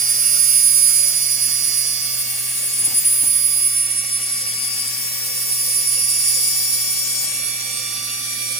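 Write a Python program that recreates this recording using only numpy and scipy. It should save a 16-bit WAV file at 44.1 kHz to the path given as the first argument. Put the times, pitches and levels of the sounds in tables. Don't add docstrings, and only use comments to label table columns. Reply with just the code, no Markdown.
import sys
import numpy as np
from scipy import signal
from scipy.fft import rfft, irfft, next_fast_len
from scipy.io import wavfile
from scipy.ndimage import uniform_filter1d

SR = 44100
rng = np.random.default_rng(int(sys.argv[2]) if len(sys.argv) > 2 else 0)


def put_to_file(sound):
    columns = np.atleast_2d(sound).T
    safe = np.clip(columns, -1, 1)
    whole_steps = np.round(safe * 32767)
    wavfile.write(sys.argv[1], SR, whole_steps.astype(np.int16))


N = 378819
STEP = 32

# time in seconds, across in cm, along in cm.
HEAD_PATH = [(0.0, 1.55, 0.76), (0.3, 1.54, 1.05), (0.6, 1.14, 1.53), (1.2, 0.51, 0.96), (1.8, 0.38, 0.94),
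             (2.3, 0.16, 0.22), (2.8, 0.44, 0.08), (3.4, 1.42, -0.21), (3.9, 2.1, -0.81),
             (4.5, 2.18, -1.04), (4.75, 2.24, -1.21), (5.1, 2.47, -1.11), (5.7, 2.76, -1.42),
             (6.4, 3.5, -1.95), (6.9, 3.57, -1.72), (7.25, 3.38, -1.48), (7.4, 3.74, -0.26),
             (7.55, 3.74, -0.16), (7.85, 3.78, 0.77), (8.05, 4.16, 0.52), (8.2, 4.37, 0.26),
             (8.4, 4.65, 0.01), (8.59, 4.8, -0.08)]
# time in seconds,
# whistle level on the right in dB, change of the top band's left level in dB.
WHISTLE_LEVELS = [(0, -41, -9), (2.1, -51, -5), (2.6, -45, -5), (3.2, -44, -1.5), (5.2, -46, -4.5),
                  (5.6, -29.5, 3), (6.3, -23, -1), (6.8, -37, -6), (7.3, -42, -6), (7.48, -28, -5),
                  (7.62, -49, -14), (8.59, -37.5, -9)]
# frequency in Hz, likeness from 0 to 1.
SIDE_LIKENESS = [(60, .9), (130, 0.96), (290, 0.9), (640, 0.35), (1400, 0.17), (3000, 0.74), (16000, 1)]


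def undb(db):
    return 10 ** (np.asarray(db) / 20)


def columns(table):
    seconds, *values = np.transpose(table)
    return np.array([np.interp(np.arange(N) / SR, seconds, v) for v in values])


def unit(x):
    return x / np.sqrt(np.mean(x ** 2, axis=-1, keepdims=True))


def walk(rate):
    hold = int(SR / rate)
    steps = np.repeat(rng.standard_normal(N // hold + 1), hold)
    return 1.55 * uniform_filter1d(uniform_filter1d(steps, hold), hold)[:N]


def quick(x):
    return x - uniform_filter1d(x, int(0.15 * SR), axis=-1)


def band(x, hz, width):
    edges = [hz - width / 2, hz + width / 2]
    return signal.sosfilt(signal.butter(2, edges, "bandpass", fs=SR, output="sos"), x)


def on_log(points, hz):
    at, value = np.transpose(points)
    return np.interp(np.log(hz + 1), np.log(at), value)


def sides(left, right):
    return np.array([[left], [right]])


def apart(x):
    return np.array([0 * x, x])


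def tone(turns, db, flutter_db, phase):
    flutter = quick(0.76 * walk(28) + 1.33 * walk(70) + 0.37 * np.array([walk(45), walk(45)]))
    faded_db = np.max(db, axis=-1, keepdims=True) - db
    depth_db = flutter_db * np.clip(0.7 + faded_db / 21, 0, 2)
    gain = unit(undb(depth_db * np.tanh(flutter / 2) * 2))
    wave = np.cos(2 * np.pi * (turns + rng.random()) + phase)
    return np.sqrt(2) * undb(db) * gain * wave


def travel():
    shake_cm = 0.017
    path = columns(HEAD_PATH) + shake_cm * quick(np.array([walk(30), walk(30)]))
    return path[:, ::STEP]


def path_wave(hz, across, along, lag, place):
    sound_cm_s = 34300
    path_cm = across * place[0] + along * place[1]
    return np.exp(2j * np.pi * (hz * path_cm / sound_cm_s + lag))


def standing(rows, leads, hz, place):
    heard = []
    for (db, *echo_values), f in zip(rows, np.repeat(hz, 2)):
        paths = np.reshape(echo_values, (-1, 4))
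        reflected = sum(gain * path_wave(f, *path, place) for gain, *path in paths)
        heard.append(undb(db) * (1 + reflected))
    heard = np.reshape(heard, (len(hz), 2, -1))
    heard[:, 1] *= [path_wave(f, *path, place) for f, path in zip(hz, leads)]
    level_db, phase = 20 * np.log10(np.abs(heard) + 1e-9), np.angle(heard)
    return [np.repeat(x, STEP, axis=2)[..., :N] for x in (level_db, phase)]


def beam(place):
    pulse_hz, beam_off_s = 4882.8, 7.268
    jitter_turns, trim_db = 0.027, 0.3
    beam_echoes = [(-26.0, 0.56, -1.14, -3.91, 0.29, 0.76, -1.98, -3.75, 0.85, 0.77, -0.51, -0.04, 0.55, 0.25, 3.17, 0.98, 0.2, 0.22, -3.76, -3.32, 0.52),
                   (-31.5, 0.79, 2.59, -2.85, 0.7, 1.07, 0.52, 1.59, 0.59, 0.68, 2.79, -3.19, 0.04, 1.08, -2.0, 3.59, 0.5, 1.04, -2.29, 3.76, 0.15),
                   (-24.9, 0.29, 1.77, 1.49, 0.55, 0.23, -1.11, -3.21, 0.3, 0.16, 3.37, -4.01, 0.57, 0.5, 2.88, -0.43, 0.32, 0.3, -0.39, 0.54, 0.06),
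                   (-18.5, 0.13, 0.92, 4.01, 0.33, 0.15, 4.01, 0.61, 0.95, 0.4, -1.94, -1.33, 0.99, 1.31, -0.49, -0.64, 0.56, 0.58, -0.66, -2.46, 0.38),
                   (-30.1, 0.52, 1.79, 0.81, 0.07, 0.32, -2.7, -2.02, 0.41, 0.56, 1.71, -0.86, 0.46, 0.1, -1.1, 2.59, 0.61, 0.37, -1.95, -1.9, 0.74),
                   (-31.7, 0.49, -1.9, -3.02, 0.62, 0.23, 2.21, 1.79, 0.35, 0.58, -0.62, -2.24, 0.48, 0.21, 0.17, -3.54, 0.91, 1.31, -0.43, -0.83, 0.5)]
    beam_leads = [(-0.21, 1.19, 0.9), (0.58, 0.44, 0.59), (-0.02, 0.16, 0.84)]
    t = np.arange(N) / SR
    dbs, phases = standing(beam_echoes, beam_leads, pulse_hz * np.arange(1, 4), place)
    rough = undb(-15.0) * unit(band(rng.standard_normal(N), 233, 460))
    flutters_db, phase_drifts = (1.28, 2, 1.5), (0.3, 0.35, 0.3)
    overtones = []
    for k, db, phase, flutter_db, drift in zip((1, 2, 3), dbs, phases, flutters_db, phase_drifts):
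        turns = k * pulse_hz * t + jitter_turns * walk(110)
        overtones.append(tone(turns, db + trim_db, flutter_db, phase + apart(drift * walk(10))))
    low, mid, high = overtones
    switch = np.clip((beam_off_s - t) / 0.02, 0, 1)
    return (low + mid * stutter() * (1 + rough) + high * (1 + 0.72 * rough)) * switch


def stutter():
    # start in seconds, end in seconds, dB per unit of the random dips.
    stretches = [(1.97, 2.42, 8), (2.69, 3.16, 10), (3.8, 4.2, 5), (4.32, 5.0, 7), (6.35, 6.95, 5)]
    t = np.arange(N) / SR
    depth_db = sum(db * (t > start) * (t < end) for start, end, db in stretches)
    dips = np.clip(quick(walk(38)), -.3, 1.5)
    return undb(-uniform_filter1d(depth_db, SR // 50) * dips)


def fans(place):
    # time in seconds, fan A turns per second, fan B turns per second.
    shaft_speeds = [(0, 123.02, 128.13), (1.5, 122.84, 128.05), (3, 122.84, 128.06), (4.75, 123.07, 128.05),
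                    (6, 122.86, 128.06), (7.25, 122.92, 128.05), (7.5, 124.06, 129.29),
                    (7.75, 124.58, 129.85), (8, 124.63, 130.0), (8.59, 124.74, 130.08)]
    a_echoes = [(-41.7, 1.28, -2.08, 1.79, 0.66, 0.7, -3.58, 1.72, 0.27, 0.68, 1.57, 1.67, 0.4, 0.5, 0.33, 3.48, 0.99, 0.22, -0.48, -3.98, 0.55),
                (-55.7, 1.0, -3.99, -0.85, 0.35, 0.17, 3.92, -3.21, 0.28, 0.87, -2.4, -0.89, 0.71, 0.64, -2.81, -0.28, 0.9, 0.14, -0.77, 2.55, 0.9),
                (-45.5, 0.56, -1.38, -3.9, 0.84, 0.55, -2.4, -4.0, 0.39, 0.3, 2.84, -3.32, 0.8, 0.34, -1.49, 2.65, 0.66, 0.56, 1.76, 1.03, 0.28),
                (-35.3, 0.69, 1.14, 1.1, 0.32, 0.45, -1.32, -0.63, 0.66, 0.15, 1.33, -4.0, 0.34, 0.43, 0.06, -0.38, 0.49, 0.15, -2.65, 4.0, 0.15),
                (-30.6, 1.1, 0.21, 0.11, 0.47, 0.9, 2.71, 0.98, 0.71, 0.23, 1.09, -1.33, 0.98, 0.93, 2.53, 0.55, 0.25, 0.06, -2.96, -4.0, 0.01),
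                (-30.5, 1.23, 0.19, 0.12, 0.45, 0.29, 1.82, 0.88, 0.03, 0.11, 0.99, -3.55, 0.44, 0.54, 1.35, 0.72, 0.64, 0.11, 1.13, -4.0, 0.91),
                (-25.6, 1.01, -0.08, 0.09, 0.53, 0.1, 1.39, -0.56, 0.06, 0.1, -4.0, -0.88, 0.13, 0.08, -3.08, 1.61, 0.73, 0.03, 4.0, 2.94, 0.3),
                (-44.0, 0.77, -0.53, 0.44, 0.61, 0.93, -2.11, 1.04, 0.03, 0.93, -3.01, -0.79, 0.55, 0.29, 2.51, -3.83, 0.91, 0.42, 3.08, 2.55, 0.39),
                (-28.4, 0.31, -1.91, 0.55, 0.9, 1.3, 0.08, -0.27, 0.47, 0.53, -1.41, -1.06, 0.22, 0.37, -2.98, -0.01, 0.72, 0.1, 3.61, 0.86, 0.21),
                (-26.3, 0.46, -1.5, 0.77, 0.58, 0.04, 3.36, -1.51, 0.42, 0.9, -0.29, -0.11, 0.58, 0.42, -1.95, 0.57, 0.19, 0.16, 2.1, -0.73, 0.16),
                (-51.3, 0.58, -1.58, -3.71, 0.68, 0.76, 0.35, 1.43, 0.56, 1.07, 1.54, -3.52, 0.16, 0.73, 3.7, 2.66, 0.3, 0.95, 1.02, -4.0, 0.79),
                (-32.3, 0.48, -2.24, -1.41, 0.94, 0.96, 0.15, -0.11, 0.48, 0.12, -3.17, 2.05, 0.74, 0.11, -2.07, 3.52, 0.01, 0.31, -2.58, -2.15, 0.52)]
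    b_echoes = [(-32.2, 1.26, 0.12, 0.76, 0.51, 0.65, -1.83, 0.69, 0.39, 0.78, -1.46, 1.65, 0.87, 0.06, 2.99, -2.8, 0.17, 0.43, 0.49, 3.31, 0.15),
                (-37.6, 0.29, -0.92, 0.24, 1.0, 0.82, 0.57, 1.27, 0.5, 0.1, 2.89, 0.74, 0.43, 0.43, -1.23, -1.86, 0.55, 0.16, -0.72, 1.45, 0.37),
                (-40.6, 1.0, 4.0, 2.7, 0.9, 0.68, 1.18, 0.11, 0.29, 0.12, 3.77, -2.58, 0.4, 0.5, -2.7, -1.0, 0.72, 1.3, 3.35, 2.23, 0.44),
                (-23.2, 0.88, -1.27, 0.08, 0.65, 0.44, -2.33, 0.14, 0.28, 0.57, 0.75, 0.11, 0.4, 0.04, -1.31, -2.29, 0.98, 0.07, -1.63, 4.0, 0.84),
                (-41.1, 0.38, -3.5, -0.72, 0.09, 1.01, 0.49, 0.19, 0.43, 1.07, -0.9, 2.62, 0.83, 0.94, -1.26, 2.36, 0.39, 0.13, -1.32, -4.0, 1.0),
                (-34.4, 0.51, 0.44, -3.03, 0.32, 0.09, 0.73, 3.15, 0.92, 0.85, -0.13, -0.08, 0.51, 0.12, 2.9, -0.35, 0.4, 0.43, 0.18, -3.54, 0.87),
                (-48.1, 1.21, -0.36, -0.96, 0.54, 0.57, -0.72, -2.04, 0.07, 0.61, 0.04, 2.65, 0.82, 0.4, -1.79, 3.64, 0.49, 0.15, 3.93, -1.49, 0.52),
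                (-39.1, 0.43, 1.04, 0.76, 0.28, 0.63, -0.62, -0.29, 0.63, 0.43, 1.04, -2.78, 0.59, 0.42, 0.61, -2.96, 0.2, 0.21, -2.62, 0.39, 0.56),
                (-32.1, 0.25, 1.6, -4.0, 0.1, 0.69, 0.09, 0.6, 0.53, 0.59, -1.76, -1.91, 0.82, 0.55, -1.86, -1.51, 0.39, 0.3, 3.4, -1.45, 0.29),
                (-33.8, 1.09, 0.52, 0.19, 0.26, 0.5, 1.36, -3.85, 0.9, 0.68, 1.03, -3.18, 0.57, 0.33, -2.14, -2.83, 0.97, 0.56, 1.41, 0.15, 0.37),
                (-35.7, 0.72, 0.14, -0.52, 0.48, 0.12, 3.23, 1.75, 0.29, 0.36, -0.06, 1.26, 0.53, 0.04, 2.75, -1.64, 0.78, 0.24, -1.12, 1.4, 0.27),
                (-39.2, 0.42, 1.43, 2.68, 0.38, 0.81, -0.04, -0.65, 0.45, 0.11, -3.99, 0.6, 0.73, 0.29, -2.62, -2.95, 0.1, 0.25, -1.36, -0.07, 0.67)]
    a_leads = [(-1.35, -1.09, 0.17), (-2.53, -2.97, 0.63), (-0.97, -2.66, 0.17), (-2.0, 0.77, 0.46),
               (-3.84, -2.17, 0.39), (0.81, -0.39, 0.63)]
    b_leads = [(-1.12, 1.77, 0.99), (-3.79, -0.17, 0.45), (-3.75, -1.11, 0.15), (2.03, 4.0, 0.09),
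               (0.24, 1.58, 0.73), (-0.07, 1.4, 0.57)]
    # left in dB, right in dB.
    a_faint_db = [(-66, -65), (-57, -57), (-52, -52)]
    b_faint_db = [(-70, -64), (-68, -79), (-53, -58), (-44, -56)]
    hunting = 0.084 * np.array([walk(26), walk(26)])
    turns_a, turns_b = np.cumsum(columns(shaft_speeds) + hunting, axis=1) / SR
    loud_a, faint_a = (9, 18, 27, 36, 45, 46), (2, 50, 54)
    loud_b, faint_b = (9, 18, 27, 36, 45, 54), (5, 12, 53, 81)
    fan_a = fan(place, turns_a, 123, loud_a, a_echoes, a_leads, faint_a, a_faint_db)
    fan_b = fan(place, turns_b, 128, loud_b, b_echoes, b_leads, faint_b, b_faint_db)
    return fan_a + fan_b


def fan(place, turns, shaft_hz, loud, rows, leads, faint, faint_db):
    trim_db = 0.7
    dbs, phases = standing(rows, leads, shaft_hz * np.array(loud), place)
    out = 0
    for k, db, phase in zip(loud, dbs, phases):
        out = out + tone(k * turns, db + trim_db, 1.87, phase + apart(0.23 * walk(9)))
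    for k, db in zip(faint, faint_db):
        fading_db = sides(*db) + 3.5 * np.array([walk(0.8), walk(0.88)])
        out = out + tone(k * turns, fading_db, 2.5, apart(0.92 + 0.28 * walk(0.22)))
    return out


def jet():
    # time in seconds, left level in dB, right level in dB.
    jet_swell = [(0, -2, -1), (.4, 2.5, -1), (1.0, 3, 3.5), (1.25, -4, -1.5), (1.75, -2, -2), (2.1, -7, -4),
                 (2.75, 1.5, -3), (3, 2, -1), (3.4, -6, -5.5), (4, -3, -4.5), (4.5, -2.5, -9.5),
                 (5.25, -1.5, -5), (5.75, 0, 1.5), (6, -2, -5), (6.3, 5, 5), (6.5, 5.5, 2), (6.75, 1, 2.5),
                 (7.25, 7, 1.5), (7.5, -2.5, -10), (7.75, -0.5, 1), (8, -6.5, -6.5), (8.59, -2.5, 1.5)]
    # left centre and width in Hz, right centre and width in Hz, left and right level in dB before
    # the swell, share of the swell from 0 to 1, left and right change in dB per cm across.
    jet_bands = [(5260, 1420, 4960, 2500, -37.5, -44, 0.39, 0.38, 2.5),
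                 (6990, 860, 7260, 1420, -33.5, -31, 0.77, 0.18, -0.46),
                 (8700, 1630, 8910, 800, -29.5, -25, 1, 0.08, -0.42),
                 (10270, 430, 10230, 1730, -30, -24.5, 0.058, .1, 0.03)]
    bed_lid_samples, bed_lid_gain = 144, .3
    grain_db = 1.5
    whistle_quiet_db, whistle_lift = -42.5, 0.31
    comb = np.zeros(bed_lid_samples + 1)
    comb[[0, -1]] = 1, -bed_lid_gain
    heard = echoes(np.tile(rng.standard_normal(N), (2, 1)))
    swell, across = columns(jet_swell), columns(HEAD_PATH)[0]
    whistle_db, top_left_db = columns(WHISTLE_LEVELS)
    out = undb(whistle_db + sides(-16, 0)) * unit(band(heard, 10710, 180))
    for row in jet_bands:
        hiss = np.array([band(heard[0], *row[:2]), band(heard[1], *row[2:4])])
        db = sides(*row[4:6]) + row[6] * swell + sides(*row[7:]) * across
        if row is jet_bands[-1]:
            hiss = signal.lfilter([1], comb, hiss)
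            db[0] += top_left_db
            db[1] += whistle_lift * (whistle_db - whistle_quiet_db)
        out = out + undb(db + grain_db * quick(walk(35))) * unit(hiss)
    return out


def echoes(x):
    # left delay in ms, right delay in ms, level in dB.
    bounces = [(1.3, 1.9, -6.5), (2.4, 4.1, -2), (5.3, 6.1, -11), (8.7, 9.9, -15), (13.1, 11.7, -15.5)]
    heard, power = x.copy(), 1
    for *ms, db in bounces:
        gain = undb(db) * np.array([walk(2.493), walk(2.488)])
        heard += gain * np.array([np.roll(x[side], int(ms[side] * SR / 1000)) for side in range(2)])
        power = power + gain ** 2
    return heard / np.sqrt(power)


def spread(mid, side, alike):
    mid, side = mid * np.sqrt(1 + alike), side * np.sqrt(1 - alike)
    return np.array([mid + side, mid - side])


def rush():
    # frequency in Hz, relative level in dB per Hz.
    rush_shape = [(25, -30), (60, -20), (75, -17), (110, -9.5), (230, -10.5), (290, -20.5), (470, -24.5),
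                  (700, -16.5), (1050, -16.5), (1600, -10), (2300, -5.5), (2800, -6), (3900, -9),
                  (7000, -7.5), (12500, -5.5), (14400, -13), (15800, -12.5)]
    rush_db, grain_db = -33, 2.2
    top_follows = .4
    size = next_fast_len(N)
    hz = np.arange(size // 2 + 1) * SR / size
    mid, side = rfft(rng.standard_normal((2, size))) * undb(on_log(rush_shape, hz))
    alike = np.clip(on_log(SIDE_LIKENESS, hz), 0, 1)
    air = irfft(spread(mid, side, alike), size)[:, :N]
    treble = band(air, 8420, 14740)
    air = unit(air - treble + echoes(treble))
    air += sum((undb(grain_db * quick(walk(30))) - 1) * band(air, at, at / 5)
               for at in (2140, 2730, 3330, 4000, 4730, 5950))
    top_gain = undb(top_follows * columns(WHISTLE_LEVELS)[1])
    air[0] += (top_gain - 1) * band(air[0], 10700, 4000)
    return air * undb(rush_db + 0.8 * walk(1.5) + sides(-.6, .6))


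def box():
    # frequency in Hz, width in Hz, level in dB before a common trim, left minus right in dB.
    modes = [(248, 27, -63.5, 0), (338, 68, -60.5, -6.5), (416, 51, -63, -1), (513.3, 22, -58.5, -1.5),
             (584, 89, -57.5, 2.5), (789, 62, -62.5, -12), (1394, 165, -59.5, 1), (1892, 220, -52.5, -3),
             (2766, 206, -47, 2)]
    # time in seconds, then the level of each of the four in dB.
    mode_swell = [(0.0, -60.5, -61, -52, -47.5), (0.36, -60.5, -52, -47.5, -44),
                  (0.65, -64, -60.5, -53, -46), (0.81, -57, -58, -48, -48.5), (1.1, -61, -52, -53, -45.5),
                  (1.5, -62.5, -58.5, -54.5, -48), (5.14, -61.5, -58.5, -59.5, -47),
                  (5.45, -54, -58, -61.5, -47.5), (7.56, -64, -57, -51, -45), (7.73, -53, -56.5, -55, -44),
                  (8.23, -64, -59, -50, -43.5), (8.42, -55, -55, -63, -51), (8.59, -57, -56, -50, -45)]
    swelling_rows, swell_depth, trim_db = (3, 4, 6, 8), 1.34, -3.5
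    curves = columns(mode_swell)
    curves = swell_depth * (curves - curves.mean(axis=1, keepdims=True))
    swell = dict(zip(swelling_rows, curves))
    out = 0
    for k, (hz, width, db, lean_db) in enumerate(modes):
        alike = np.clip(on_log(SIDE_LIKENESS, hz) + 0.34, 0, 1)
        mid, side = unit(band(rng.standard_normal((2, N)), hz, width))
        level_db = db + swell.get(k, 0) + trim_db + 0.9 * walk(2.906) + 2.2 * walk(15)
        out = out + spread(mid, side, alike) * undb(level_db + sides(lean_db, -lean_db) / 2)
    return out


def hum():
    # frequency in Hz, mean level of the two sides in dB.
    hum_lines = [(56.9, -77), (60, -78), (120, -47.5), (180, -62.5), (210, -64.5), (240, -66.5)]
    t = np.arange(N) / SR
    return sum(tone(hz * t, db + sides(-.8, .8) + 0.52 * walk(3.06), 0.34, apart(0.15 + 0 * t))
               for hz, db in hum_lines)


def bumps():
    # start in seconds, relative level in dB, attack in seconds,
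    # time to fall by 60 dB in seconds, tilt of the modes in dB per octave.
    bump_list = [(2.775, -44, 0.05, .4, 2), (2.845, -43.5, .03, 0.3, -1), (2.90, -43, .02, .28, 1),
                 (3.224, -39.5, .01, 0.4, -0.5)]
    # frequency in Hz, width in Hz, relative level in dB.
    frame_modes = [(97, 57, -17), (122, 42, 1.5), (248, 27, -1), (328, 39, -4.5), (547, 180, -3),
                   (860, 340, 0.5), (1260, 440, -8)]
    pivot_hz = frame_modes[2][0]
    t, out = np.arange(N) / SR, 0
    noise = rng.standard_normal(N)
    rings = [np.sqrt(SR / 8 / width) * band(noise, hz, width) for hz, width, _ in frame_modes]
    for start, db, attack, t60, tilt_db in bump_list:
        decay = undb(db - 60 * np.clip(t - start - attack, 0, 1) / t60)
        push = decay * np.clip((t - start) / attack, 0, 1) * (t < start + 1)
        rumble = sum(undb(mode_db + tilt_db * np.log2(hz / pivot_hz)) * ring
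                     for (hz, _, mode_db), ring in zip(frame_modes, rings))
        out = out + push * rumble
    return out * undb(sides(-.7, .7))


def scene():
    place = travel()
    return beam(place) + fans(place) + jet() + rush() + box() + hum() + bumps()


def record(dry):
    ceiling, top_hz = .8, 15900
    soft = dry / (1 + np.abs(dry / ceiling) ** 6) ** (1 / 6)
    return signal.sosfilt(signal.ellip(10, .2, 95, top_hz, fs=SR, output="sos"), soft)


dry = scene()
out = record(dry)
put_to_file(out)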